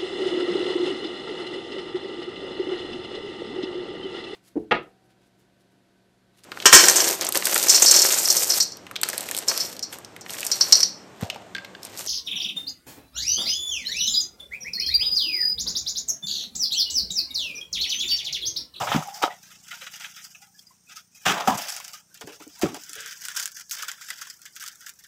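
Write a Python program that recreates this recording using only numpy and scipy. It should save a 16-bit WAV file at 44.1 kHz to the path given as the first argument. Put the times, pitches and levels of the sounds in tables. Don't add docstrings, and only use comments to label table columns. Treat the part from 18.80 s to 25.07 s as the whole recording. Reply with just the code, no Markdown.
import sys
import numpy as np
from scipy import signal
from scipy.fft import rfft, irfft
from scipy.io import wavfile
from scipy.ndimage import uniform_filter1d

SR = 44100
rng = np.random.default_rng(int(sys.argv[2]) if len(sys.argv) > 2 else 0)


def to_wav(sig):
    pcm = np.clip(np.atleast_2d(sig), -1, 1) * 32767
    pcm = np.round(pcm).astype(np.int16)
    wavfile.write(sys.argv[1], SR, pcm.T)


def gain_from_db(level_db):
    decades = np.asarray(level_db, float) / 20
    return 10 ** decades


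N = 276663

# (frequency [Hz], level [dB per Hz])
AIR_SPECTRUM = [(30, 7.5), (164, 4), (575, -1.5), (1300, 6.5), (4200, 7.5), (5600, 9), (8900, -21),
                (15500, -14)]
# (time [s], rate [firings per s], level [dB])
ENGINE_RUN = [(0, 30.1, -62.5), (1.2, 30.0, -65.5), (2.3, 29.4, -72), (4.0, 29.4, -69.5), (6.27, 26, -76.5)]
# (frequency [Hz], width [Hz], level [dB])
EXHAUST_MODES = [(135, 50, -3), (172, 40, 0), (315, 50, -15)]
# (time [s], level [dB])
INSECT_SONG = [(0, -70), (2.4, -73), (3.7, -73), (4.2, -75), (6.27, -79)]
# (time [s], peak [dB], frequency [Hz], t60 [s])
TUB_RUMBLES = [
    (0.001, -27.5, 130.3, 0.2),
    (.03, -31, 510, 0.23),
    (.065, -29, 120, 0.3),
    (.125, -31, 180, 0.28),
    (2.454, -29.5, 290, 0.44),
    (2.452, -15.5, 1200, 0.57),
    (4.09, -48, 310, .15),
    (3.89, -27.5, 266, 0.2),
]
# (time [s], peak [dB], frequency [Hz], t60 [s])
TABLE_THUMPS = [(.147, -11, 216, 0.13), (.160, -8.5, 198, 0.06), (.176, -21, 146, 0.13),
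                (.44, -18, 328, 0.036), (2.465, -25, 186, 0.46), (2.49, -27, 349, 0.41),
                (2.47, -38, 97, 0.27), (2.678, -16, 207, 0.27), (2.68, -35.5, 91, 0.2),
                (2.676, -10, 768, 0.18), (2.75, -23.5, 191, 0.07), (3.412, -42, 442, 0.41),
                (3.44, -29, 171, 0.072), (3.474, -33, 348, 0.15), (3.50, -40.5, 466, 0.22),
                (3.604, -36.5, 314, 0.13), (3.668, -34.5, 306, 0.088), (3.833, -7, 330, 0.11),
                (3.835, -26, 108, 0.21), (3.836, -18.5, 197, 0.17), (3.86, -22.5, 312, 0.083),
                (3.93, -32, 283, 0.164), (3.97, -29, 394, 0.032), (.435, -17.5, 540, 0.066),
                (4.16, -45.5, 446, 0.48), (4.18, -40.5, 103, 0.069)]
# (time [s], peak [dB])
TUB_KNOCKS = [(0.012, -14.5), (0.03, -20), (0.0709, -8.5), (0.1185, -12), (0.144, -15), (0.16, -17),
              (0.175, -16), (.225, -24), (.285, -30.5), (0.4181, -22.5), (0.431, -20.5), (0.438, -3),
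              (0.445, -29.5), (0.479, -23), (0.512, -42), (2.465, -9.5), (2.484, -14.5), (2.499, -13),
              (2.519, -16.5), (2.545, -23), (2.6, -46.5), (2.675, -8.5), (2.697, -25), (2.712, -24.5),
              (2.74, -28), (3.821, -30), (3.472, -48), (3.834, -22), (3.858, -20)]
# (frequency [Hz], level [dB], t60 [s])
TUB_MODES = [(650, -16.5, 0.039), (750, 2, 0.011), (778.5, 1.5, 0.09), (880, -18.5, 0.12), (925, -11, 0.13),
             (1070, -19.5, 0.06), (1242, -5, 0.059), (1290, 8, 0.018), (1230, -12, 0.0088),
             (1914, -19.5, 0.0066), (2655, -8, 0.0054), (3300, -32.5, 0.0079)]
# (time [s], peak [dB], frequency [Hz], t60
# [s])
CLEAR_NOTES = [(.255, -33.5, 797, .5), (.43, -24.5, 3840, 0.072), (.446, -20, 1254, 0.054),
               (.495, -37.5, 1936, 0.18), (.908, -25.5, 2030, 0.047), (.93, -41, 1430, .1),
               (1.138, -34, 2866, 0.08), (2.07, -53, 2526, 0.24), (3.765, -51.5, 952, .1),
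               (3.305, -50.5, 1530, 0.17), (1.866, -44, 4850, .08)]
# (time [s], peak [dB], frequency [Hz], t60 [s])
BAG_DRIPS = [(.93, -49, 925, 0.18), (1.02, -46.5, 518, 0.088), (1.365, -41.5, 1430, 0.098),
             (1.445, -51.5, 1070, 0.087), (1.55, -57, 1600, 0.092), (1.547, -38.5, 2570, 0.057),
             (1.615, -58.5, 2000, 0.22), (1.602, -57, 795, 0.52), (1.62, -59, 1304, 0.26),
             (1.74, -57.5, 1668, 0.29), (1.79, -34.5, 3300, 0.018), (1.905, -54, 1040, 0.12),
             (2.115, -41.5, 1290, 0.047), (2.165, -41, 1290, 0.092), (2.345, -58, 2470, 0.5),
             (3.135, -32.5, 2840, 0.03), (3.135, -45.5, 1252, 0.19)]

# (frequency [Hz], level [dB per Hz])
FILM_SPECTRUM = [(4200, 3.5), (5580, 4.5), (7660, -1.5), (9220, -11.5), (11900, -7.5), (14800, -9.5),
                 (15500, -6)]
# (frequency [Hz], level [dB per Hz])
WATER_SPECTRUM = [(1150, -6), (1390, 3), (1880, 0), (2810, 1), (3600, 0.5), (4400, -15)]
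# (frequency [Hz], level [dB per Hz])
BODY_SPECTRUM = [(1200, -13.5), (1420, 8), (1690, 6.5), (2080, 0.5), (2800, -1.5), (3280, 4.5),
                 (3770, -3.5), (4400, -14.5)]
# (frequency [Hz], level [dB per Hz])
SLOSH_SPECTRUM = [(450, -20.5), (752, -4), (950, -8.5), (1140, -10), (1250, -4)]
# (frequency [Hz], level [dB per Hz])
UNDERSIDE_SPECTRUM = [(450, -20), (801, -15), (1250, -7.5)]
# (time [s], level [dB])
HAND_ACTIVITY = [(0, -38), (.23, -47), (.6, -59.5), (1.08, -48.5), (1.87, -61), (2.39, -59), (2.5, -39),
                 (2.62, -62), (2.68, -46), (2.81, -38), (3.25, -58.5), (3.6, -56.5), (4.16, -49),
                 (4.63, -52), (4.75, -65.5), (4.99, -50), (5.58, -58), (6.27, -60)]
STILL_TIMES = [1.71, 2.01, 2.28, 3.26, 4.86]
# (time [s], level [dB], rise [s], t60 [s])
TUB_ROCKING = [
    (0, -25.5, 0.00041, 0.44),
    (2.52, -19.5, 0.2, 0.73),
]

# (time [s], peak [dB], body [dB re peak], t60 [s])
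DIPPER_SPLASHES = [
    (.002, -49, 27, .15),
    (.068, -37, 19, 0.13),
    (.1106, -30, 10, 0.22),
    (.1294, -38, 5.5, 0.19),
    (.2735, -44.5, -7.5, 0.23),
    (.3337, -26.5, -20.5, 0.31),
    (.3935, -47.5, -2, 0.61),
    (.4205, -17, 3, 0.11),
    (.4994, -51, 11.5, 0.15),
]
# (time [s], peak [dB], body [dB re peak], t60 [s])
DIPPER_PLUNGE = [
    (2.452, -8, -0.5, 0.27),
]
# (time [s], peak [dB], body [dB re peak], t60 [s])
POURED_GULPS = [(.6255, -38.5, -3.5, 0.23), (.6995, -45, 1, 0.12), (.8594, -39, -5.5, 0.21),
                (.9064, -33.5, 3, 0.16), (1.0061, -35, 6.5, 0.1), (1.064, -33.5, 11, .044),
                (1.1324, -30, -0.5, 0.08), (1.1974, -28.5, 2.5, 0.095), (1.2403, -32, 6.5, 0.084),
                (1.3096, -57, -19, 0.071), (1.3583, -35.5, -2.5, 0.19), (1.4408, -24, -13.5, 0.075),
                (1.5455, -49.5, 6.5, 0.08), (1.6142, -38.5, -3.5, 0.12), (1.7903, -37, -12, 0.04),
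                (1.8662, -53.5, -11, 0.14), (1.9024, -67, 12.5, 0.13), (2.0842, -46.5, 3.5, 0.14),
                (2.1081, -39.5, -2, 0.22), (2.1563, -28.5, -9.5, 0.12), (2.3458, -32, -10.5, 0.076)]
# (time [s], peak [dB], body [dB re peak], t60 [s])
BAG_BUMPS = [
    (2.5744, -36, 6.5, 0.16),
    (2.674, -13.5, -4.5, 0.15),
    (2.7757, -27, -6, 0.08),
    (3.4095, -33, 2.5, 0.053),
    (3.4705, -39.5, 3.5, 0.12),
    (3.599, -41, 2.5, 0.084),
    (3.7939, -39.5, -7.5, 0.084),
    (3.8139, -24.5, 1.5, 0.21),
    (3.942, -31, -1, 0.053),
    (3.964, -38.5, -6.5, 0.063),
]
# (time [s], peak [dB], body [dB re peak], t60 [s])
GATHERING_SNAPS = [(2.5986, -30, -1, 0.34), (2.883, -21, -8.5, 0.15), (2.9638, -20, -13, .025),
                   (3.0007, -37.5, 5.5, 0.054), (3.0428, -35, -9, 0.029), (3.08, -35, -11.5, 0.021),
                   (3.1312, -31, -7.5, 0.15), (3.3454, -30.5, -7, 0.041), (3.3733, -40, -1, 0.024),
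                   (3.52, -40, -5, 0.18), (3.63, -40, -10.5, 0.073), (3.75, -43, -9, 0.078),
                   (4.0355, -20.5, -39, 0.016), (4.0923, -29.5, -15.5, 0.068), (4.1286, -31, -5.5, 0.3),
                   (4.1695, -52, 11, 0.53), (4.2046, -39, -27, 0.024), (4.2623, -35.5, -6, 0.26),
                   (4.3081, -26, -6.5, 0.052)]
# (time [s], peak [dB], body [dB re peak], t60 [s])
TYING_SNAPS = [(4.4085, -30.5, -12, 0.17), (4.4365, -30.5, -9, 0.047), (4.452, -29.5, -15, 0.13),
               (4.4832, -32, -1.5, 0.33), (4.5646, -17, -7.5, 0.24), (4.5969, -20.5, -19.5, 0.037),
               (4.6255, -23, -40, 0.066), (4.6569, -21.5, -15.5, 0.028), (4.677, -29.5, -18, 0.046),
               (4.7164, -32.5, -18, 0.064), (4.7439, -35.5, -12.5, 0.51), (4.7657, -26.5, -9, 0.1),
               (4.7967, -26.5, -8.5, 0.034), (4.809, -29.5, -8.5, 0.024), (4.8969, -38.5, -28, 0.049),
               (4.9089, -16, -21, 0.15), (4.932, -35.5, -3, 0.064), (4.9657, -28, -5, 0.11),
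               (4.984, -29.5, -0.5, 0.25), (5.022, -18.5, -8.5, 0.072), (5.081, -27.5, -1, 0.14),
               (5.1169, -30.5, -9, 0.041), (5.211, -37, -6, 0.43), (5.2833, -29, -7.5, 0.24),
               (5.3039, -28.5, 5, 0.041), (5.374, -35.5, -4.5, 0.32), (5.4118, -26.5, -8.5, 0.088)]
# (time [s], peak [dB], body [dB re peak], t60 [s])
CARRYING_SNAPS = [(5.4687, -37.5, -10, .13), (5.499, -24.5, -15, 0.043), (5.5379, -31, -17.5, 0.015),
                  (5.6173, -36, -7.5, 0.04), (5.6548, -32, -0.5, 0.061), (5.7619, -24.5, -7.5, 0.048),
                  (5.7998, -31.5, -5, 0.38), (5.8612, -28, -6.5, 0.025), (5.8795, -31.5, -16, .028),
                  (5.915, -37.5, -9, 0.075), (6.0064, -35.5, -6, 0.19), (6.062, -25.5, -8.5, 0.094),
                  (6.0927, -30.5, -16.5, 0.033), (6.1885, -37, -11.5, .081), (6.2379, -37, -4, 0.081)]
# (time [s], peak [dB], body [dB re peak])
CREASE_TICKS = [(0.006, -38, 6), (0.0422, -32, -7), (0.0705, -27.5, 9), (0.1511, -25.5, 14.5),
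                (0.2357, -27, -6), (0.2744, -23.5, -17), (0.2982, -34, -9), (0.4254, -17.5, -4),
                (0.4322, -16, -1.5), (0.9243, -45.5, -24), (0.9289, -32.5, 9), (1.0137, -35, -44),
                (1.1988, -24.5, -10), (1.3132, -40, -23), (1.4412, -33.5, -22.5), (2.4646, -15, 5.5),
                (2.603, -31, 10.5), (2.6765, -19, 1), (2.6987, -21, 5), (2.7064, -22, 1.5),
                (2.7338, -44, -16), (2.7449, -23, -19), (2.7757, -15.5, -29), (2.7804, -15.5, -16),
                (2.815, -22, -11), (2.884, -26, -9), (2.8898, -18, -15), (2.9034, -17, -19),
                (2.9649, -17.5, -23), (3.0015, -23, -0.5), (3.044, -25.5, -29), (3.0485, -21, -11.5),
                (3.0799, -21, -29.5), (3.1158, -33, -26), (3.1337, -26, -15), (3.3437, -31, -11.5),
                (3.3741, -35.5, -16.5), (3.4107, -28.5, -8), (3.4168, -28, -4.5), (3.4738, -28.5, -3),
                (3.6234, -28.5, -2), (3.6785, -33.5, -16), (3.7933, -22.5, -13), (3.8144, -19, -22.5),
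                (3.8212, -14.5, -14.5), (3.827, -30, -10), (3.9452, -20, -10.5), (3.9643, -29, -10.5),
                (4.036, -24.5, -24.5), (4.094, -20.5, -27), (4.1326, -18, -36), (4.1434, -31.5, -15.5),
                  (4.1547, -19.5, -18), (4.2064, -19, -22), (4.2609, -22, -10), (4.2753, -25.5, -17),
                  (4.3815, -34, -24.5), (4.387, -40.5, -15.5), (4.4083, -35, -11), (4.419, -21, -21),
                  (4.437, -33, -12), (4.4401, -28, -21), (4.4527, -15, -23), (4.459, -26, 0),
                  (4.4848, -14.5, -4), (4.4892, -32, -22), (4.4935, -35, -15), (4.5034, -28.5, -10),
                  (4.551, -22, -1), (4.554, -23, -17), (4.563, -11.5, -7), (4.5722, -15, -19),
                  (4.575, -15.5, -14), (4.5951, -20.5, -13), (4.5989, -12, -27), (4.6036, -19, -13),
                  (4.6273, -16, -15), (4.6335, -21, -14), (4.6408, -26, -16), (4.657, -9.5, -14.5),
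                  (4.6629, -22, -25), (4.6766, -19.5, -6), (4.7116, -31.5, -28), (4.718, -26.5, -24.5),
                  (4.7229, -34, -16), (4.7458, -30.5, -21), (4.7706, -29.5, -13), (4.7979, -25.5, -9),
                  (4.808, -27.5, -9), (4.8149, -36, -10),
                (4.8961, -20, -24), (4.9118, -14.5, -21.5), (4.9166, -21, -19), (4.9324, -22.5, -16.5),
                  (4.9363, -24, -8), (4.9518, -21, -8), (4.9856, -26, -15), (4.9927, -27.5, -12),
                  (5.0082, -31, -6), (5.0257, -19, -22), (5.033, -17.5, 2.5), (5.0832, -18.5, -1),
                  (5.1162, -17.5, -8), (5.1213, -42, -13), (5.2122, -24.5, -4), (5.2381, -32, -18),
                  (5.2468, -32, -17), (5.2857, -34, -13), (5.2904, -38, -10), (5.3036, -16, 2),
                  (5.3747, -28.5, -22), (5.4173, -22, -0.5), (5.4708, -26, -4.5), (5.5009, -34.5, -20),
                  (5.5397, -35, -20), (5.5739, -42.5, -31), (5.5931, -36, -4.5), (5.6175, -28.5, -19),
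                  (5.6544, -25.5, -5), (5.7249, -36, -18.5), (5.7571, -26.5, -14), (5.763, -31.5, -14.5),
                  (5.7987, -25, -18), (5.8107, -31, -17), (5.8252, -22.5, -3), (5.8395, -21.5, -4.5),
                  (5.8642, -21, -22), (5.8784, -15.5, -19), (5.8842, -21, -15), (5.9278, -36.5, -7),
                  (5.9567, -28.5, -19.5), (6.0073, -31.5, -11.5), (6.0854, -27, -14), (6.0935, -21.5, -23),
                  (6.099, -28.5, -20), (6.1377, -31.5, -25), (6.1897, -38, -20.5), (6.2389, -29, -19.5)]


def rms_one(x):
    return x / np.sqrt(np.mean(x ** 2) + 1e-20)


def in_time(rows):
    s, *columns = np.transpose(rows)
    return [np.interp(np.arange(N) / SR, s, column) for column in columns]


def at_hz(points, hz):
    point_hz, point_db = np.array(points).T
    return np.interp(np.log(hz), np.log(point_hz), point_db)


def drift(rate_hz):
    r = np.exp(-80 * np.pi * rate_hz / SR)
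    slow = signal.lfilter([1], [1, -2 * r, r * r], rng.standard_normal(N // 40 + 2002))[2000:]
    return np.interp(np.arange(N) / 40, np.arange(len(slow)), rms_one(slow))


def highpass(x, hz, order=2):
    return signal.sosfilt(signal.butter(order, hz, "high", fs=SR, output="sos"), x)


def ring(clicks, hz, t60):
    r, w = gain_from_db(-60 / (t60 * SR)), 2 * np.pi * hz / SR
    return signal.lfilter([0, np.sin(w)], [1, -2 * r * np.cos(w), r * r], clicks + 1e-18)


def resonance(x, hz, width_hz):
    r = np.exp(-np.pi * width_hz / SR)
    feedback = [1, -2 * r * np.cos(2 * np.pi * hz / SR), r * r]
    return signal.lfilter([(1 - r * r) / 2, 0, (r * r - 1) / 2], feedback, x + 1e-18)


def steep_resonance(x, hz, width_hz):
    return resonance(resonance(x, hz, width_hz), hz, width_hz)


def add(track, s, piece):
    at = max(round(s * SR), 0)
    track[at:at + len(piece)] += piece[:N - at]


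def lulls():
    t = np.arange(N) / SR
    return -6 * sum(np.exp(-((t - s) / 0.06) ** 2) for s in STILL_TIMES)


def air():
    hz = np.maximum(np.fft.rfftfreq(N, 1 / SR), 10)
    floor = irfft(rfft(rng.standard_normal(N)) * gain_from_db(at_hz(AIR_SPECTRUM, hz)), N)
    gust_db = 1.5 * drift(1.8)
    return gain_from_db(-57.5 + gust_db + lulls() / 2) * rms_one(floor)


def engine():
    per_s, db = in_time(ENGINE_RUN)
    firings = np.diff(np.floor(np.cumsum(per_s) / SR), prepend=0)
    pulses = firings * gain_from_db(0.3 * rng.standard_normal(N))
    exhaust = sum(gain_from_db(g) * steep_resonance(pulses, hz, 1.3 * width) for hz, width, g in EXHAUST_MODES)
    return gain_from_db(db - 0.5) * rms_one(exhaust)


def insect():
    song = steep_resonance(rng.standard_normal(N), hz=8700, width_hz=150)
    return gain_from_db(in_time(INSECT_SONG)[0]) * rms_one(song)


def struck_notes(rows, rise_s, cycles, push_db, rough_db):
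    out, t = np.zeros(N), np.arange(9000) / SR
    for (s, db, hz, t60), noise in zip(rows, rng.standard_normal((len(rows), len(t)))):
        push = np.sin(2 * np.pi * hz * t) * gain_from_db(-30 * t / t60)
        rough = rms_one(steep_resonance(noise, hz, hz / cycles))
        envelope = gain_from_db(db - 60 * t / t60) * (1 - np.exp(-t / rise_s))
        add(out, s, envelope * (gain_from_db(push_db) * push + gain_from_db(rough_db) * rough))
    return out


def rumbles():
    return struck_notes(TUB_RUMBLES, rise_s=0.0076, cycles=1.5, push_db=-11.5, rough_db=-6.5)


def thumps():
    return struck_notes(TABLE_THUMPS, rise_s=0.00044, cycles=1.66, push_db=-4.0, rough_db=-7.5)


def knocks():
    luck, out = rng.standard_normal((len(TUB_KNOCKS), len(TUB_MODES))), np.zeros(N)
    for k, (hz, mode_db, t60) in enumerate(TUB_MODES):
        clicks = np.zeros(N)
        for (s, db), chance in zip(TUB_KNOCKS, luck[:, k]):
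            add(clicks, s, gain_from_db([db + mode_db - 12 + 3.0 * chance]) * np.sign(chance))
        out += ring(clicks, hz, t60)
    return highpass(out, 350)


def clinks():
    return struck_notes(CLEAR_NOTES, rise_s=0.0033, cycles=10, push_db=0, rough_db=-3.0)


def drips():
    return struck_notes(BAG_DRIPS, rise_s=0.001, cycles=16.0, push_db=-7.5, rough_db=1.0)


def ticks():
    rows, t = CREASE_TICKS, np.arange(900) / SR
    snap, body = np.zeros(N), np.zeros(N)
    for (s, db, body_db), noise in zip(rows, rng.standard_normal((len(rows), len(t)))):
        crack = noise * np.exp(-t / 0.0003)
        tail = gain_from_db(-13) * noise * np.exp(-t / 0.006) / 2
        add(snap, s, gain_from_db(db + 2) * (crack / np.abs(crack).max() + tail))
        hz = 1520 * gain_from_db(1.3 * noise[-1])
        add(body, s, gain_from_db(db + body_db - 8 - 60 * t / 0.025) * np.sin(2 * np.pi * hz * t))
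    mixed = 0.52 * highpass(snap, 1700) + 0.88 * resonance(snap, 7200, 2000) + body
    return highpass(mixed, 1000, order=4)


def with_low(rows, low_db, share):
    return [(s, db, body, low_db + share * body, t60) for s, db, body, t60 in rows]


def splashes():
    return (with_low(DIPPER_SPLASHES, 3.1, 0.69) + with_low(DIPPER_PLUNGE, -8, 0)
            + with_low(POURED_GULPS, -21, 1))


def snaps():
    return (with_low(BAG_BUMPS, -0.53, 0.26) + with_low(GATHERING_SNAPS, -56, 0.88)
            + with_low(TYING_SNAPS, -19, 1) + with_low(CARRYING_SNAPS, -40, 0.59))


def steady_levels():
    film_db, t = in_time(HAND_ACTIVITY)[0] + lulls(), np.arange(N) / SR
    busier_db = film_db + 48
    low = gain_from_db(-68.5 + busier_db)
    for s, db, rise_s, t60 in TUB_ROCKING:
        add(low, s, gain_from_db(db - 60 * t / t60) * (1 - np.exp(-t / max(rise_s, 0.001))))
    return film_db, -51 + busier_db, 20 * np.log10(low)


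def grains(per_s, spread_db):
    born = rng.random(N) < per_s * gain_from_db(3.0 * drift(25)) / SR
    strength = gain_from_db(spread_db * np.minimum(rng.exponential(1, N), 4))
    return rms_one(born * strength * rng.choice([-1, 1], N))


def zone(together, flutter, spectra, low_hz, high_hz, steady_db, burst_db, per_s, slower, patchy_db,
         crack_db, count):
    t, bursts = np.arange(7000) / SR, splashes() + snaps()
    rises = [0.051 * row[4] for row in splashes()] + [0.0004 + 0.008 * row[4] for row in snaps()]
    shapes = []
    for row, rise in zip(bursts, rises):
        decay = gain_from_db(-60 * t / max(row[4] * slower, 0.01))
        shapes.append(decay * (1 - np.exp(-t / rise)))
    favour = rng.standard_normal((len(bursts), count))
    sides = np.sign(rng.standard_normal(len(bursts)))
    edges = np.geomspace(low_hz, high_hz, count + 1)
    gains = [gain_from_db(at_hz(spectrum, np.sqrt(edges[1:] * edges[:-1]))) for spectrum in spectra]
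    wet, dry = [g / np.sqrt(np.sum(g ** 2 * np.diff(edges)) / (SR / 2)) for g in gains]
    cracks = np.zeros(N)
    for row, db, rise, side in zip(bursts, burst_db, rises, sides):
        add(cracks, row[0] + 0.0014, side * gain_from_db([db + crack_db - 1500 * rise]))
    sources, out = [grains(per_s, 1.5), grains(per_s, 1.6)], 0
    before_lift = np.arange(N) < 4.02 * SR
    for k in range(count):
        level = gain_from_db(steady_db + patchy_db * (drift(19) + 0.41 * together))
        for row, db, shape, luck in zip(bursts, burst_db, shapes, favour[:, k]):
            add(level, row[0], gain_from_db(db + patchy_db * luck) * shape)
        excitation = level * flutter * sources[k % 2] + cracks * (-1) ** k
        band = signal.sosfilt(signal.butter(2, edges[k:k + 2], "band", fs=SR, output="sos"), excitation)
        out = out + np.where(before_lift, wet[k], dry[k]) * band
    return out


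def bag_and_drink():
    film_db, body_db, slosh_db = steady_levels()
    peak, body, tub = np.array([row[1:4] for row in splashes() + snaps()]).T
    strays = signal.lfilter([1], [1, -0.992], np.abs(grains(110, 4.5)) / 30)
    together = drift(31) + 0.46 * np.log1p(strays)
    flutter = gain_from_db(2.0 * drift(47)) * (1 + strays) ** 0.12
    film = zone(together, flutter, (FILM_SPECTRUM, FILM_SPECTRUM), 4636, 16500, film_db, peak - 11,
                per_s=3300, slower=1.0, patchy_db=2.0, crack_db=6, count=7)
    filled = zone(together, flutter, (WATER_SPECTRUM, BODY_SPECTRUM), 1184, 4476, body_db, peak + body - 7,
                  per_s=2100, slower=1.12, patchy_db=1.0, crack_db=8, count=12)
    low = zone(together, flutter ** 0.1, (SLOSH_SPECTRUM, UNDERSIDE_SPECTRUM), 397.5, 1237, slosh_db,
               peak + tub - 8, per_s=1600, slower=1.57, patchy_db=2.5, crack_db=9.0, count=6)
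    return film + filled + low


def scene():
    far = air() + engine() + insect()
    near = rumbles() + thumps() + knocks() + clinks() + drips() + ticks() + bag_and_drink()
    dull = signal.lfilter([0.4], [1, -0.6], near)
    echo = gain_from_db(-12.0) * np.pad(dull, (round(0.007 * SR), 0))[:N]
    return (near + echo + far)[None]


def suppress(x, strength, hold, depth_db, low_hz, high_hz):
    hz, _, z = signal.stft(x, SR, nperseg=1024, noverlap=768)
    power = uniform_filter1d(np.abs(z) ** 2, size=2, axis=-2)
    power = uniform_filter1d(power, size=2, axis=-1) + 1e-18
    hold = min(hold, 0.9)
    power = np.maximum(power / 2, signal.lfilter([1 - hold], [1, -hold], power, axis=-1))
    usual = uniform_filter1d(np.quantile(power, 0.25, axis=-1, keepdims=True), size=15, axis=-2)
    gain = np.maximum(1 / (1 + (strength * usual / power) ** 3), gain_from_db(depth_db))
    share = (1 / (1 + (hz / high_hz) ** 16) / (1 + (low_hz / (hz + 1)) ** 2))[:, None]
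    return signal.istft(z * gain ** (share / 2), SR, nperseg=1024, noverlap=768)[1][..., :N]


def top_cut(x):
    return signal.sosfilt(signal.butter(12, 16810, fs=SR, output="sos"), x)


def record(dry):
    x = highpass(dry, 64)
    x = suppress(x, strength=2.2, hold=0.55, depth_db=-33, low_hz=895, high_hz=5170)
    rounded = 0.9 * np.tanh(x / 0.9)
    mix = signal.sosfilt(signal.ellip(10, 0.5, 26, 15620, fs=SR, output="sos"), rounded)
    return top_cut(mix)


dry = scene()
out = record(dry)
to_wav(out)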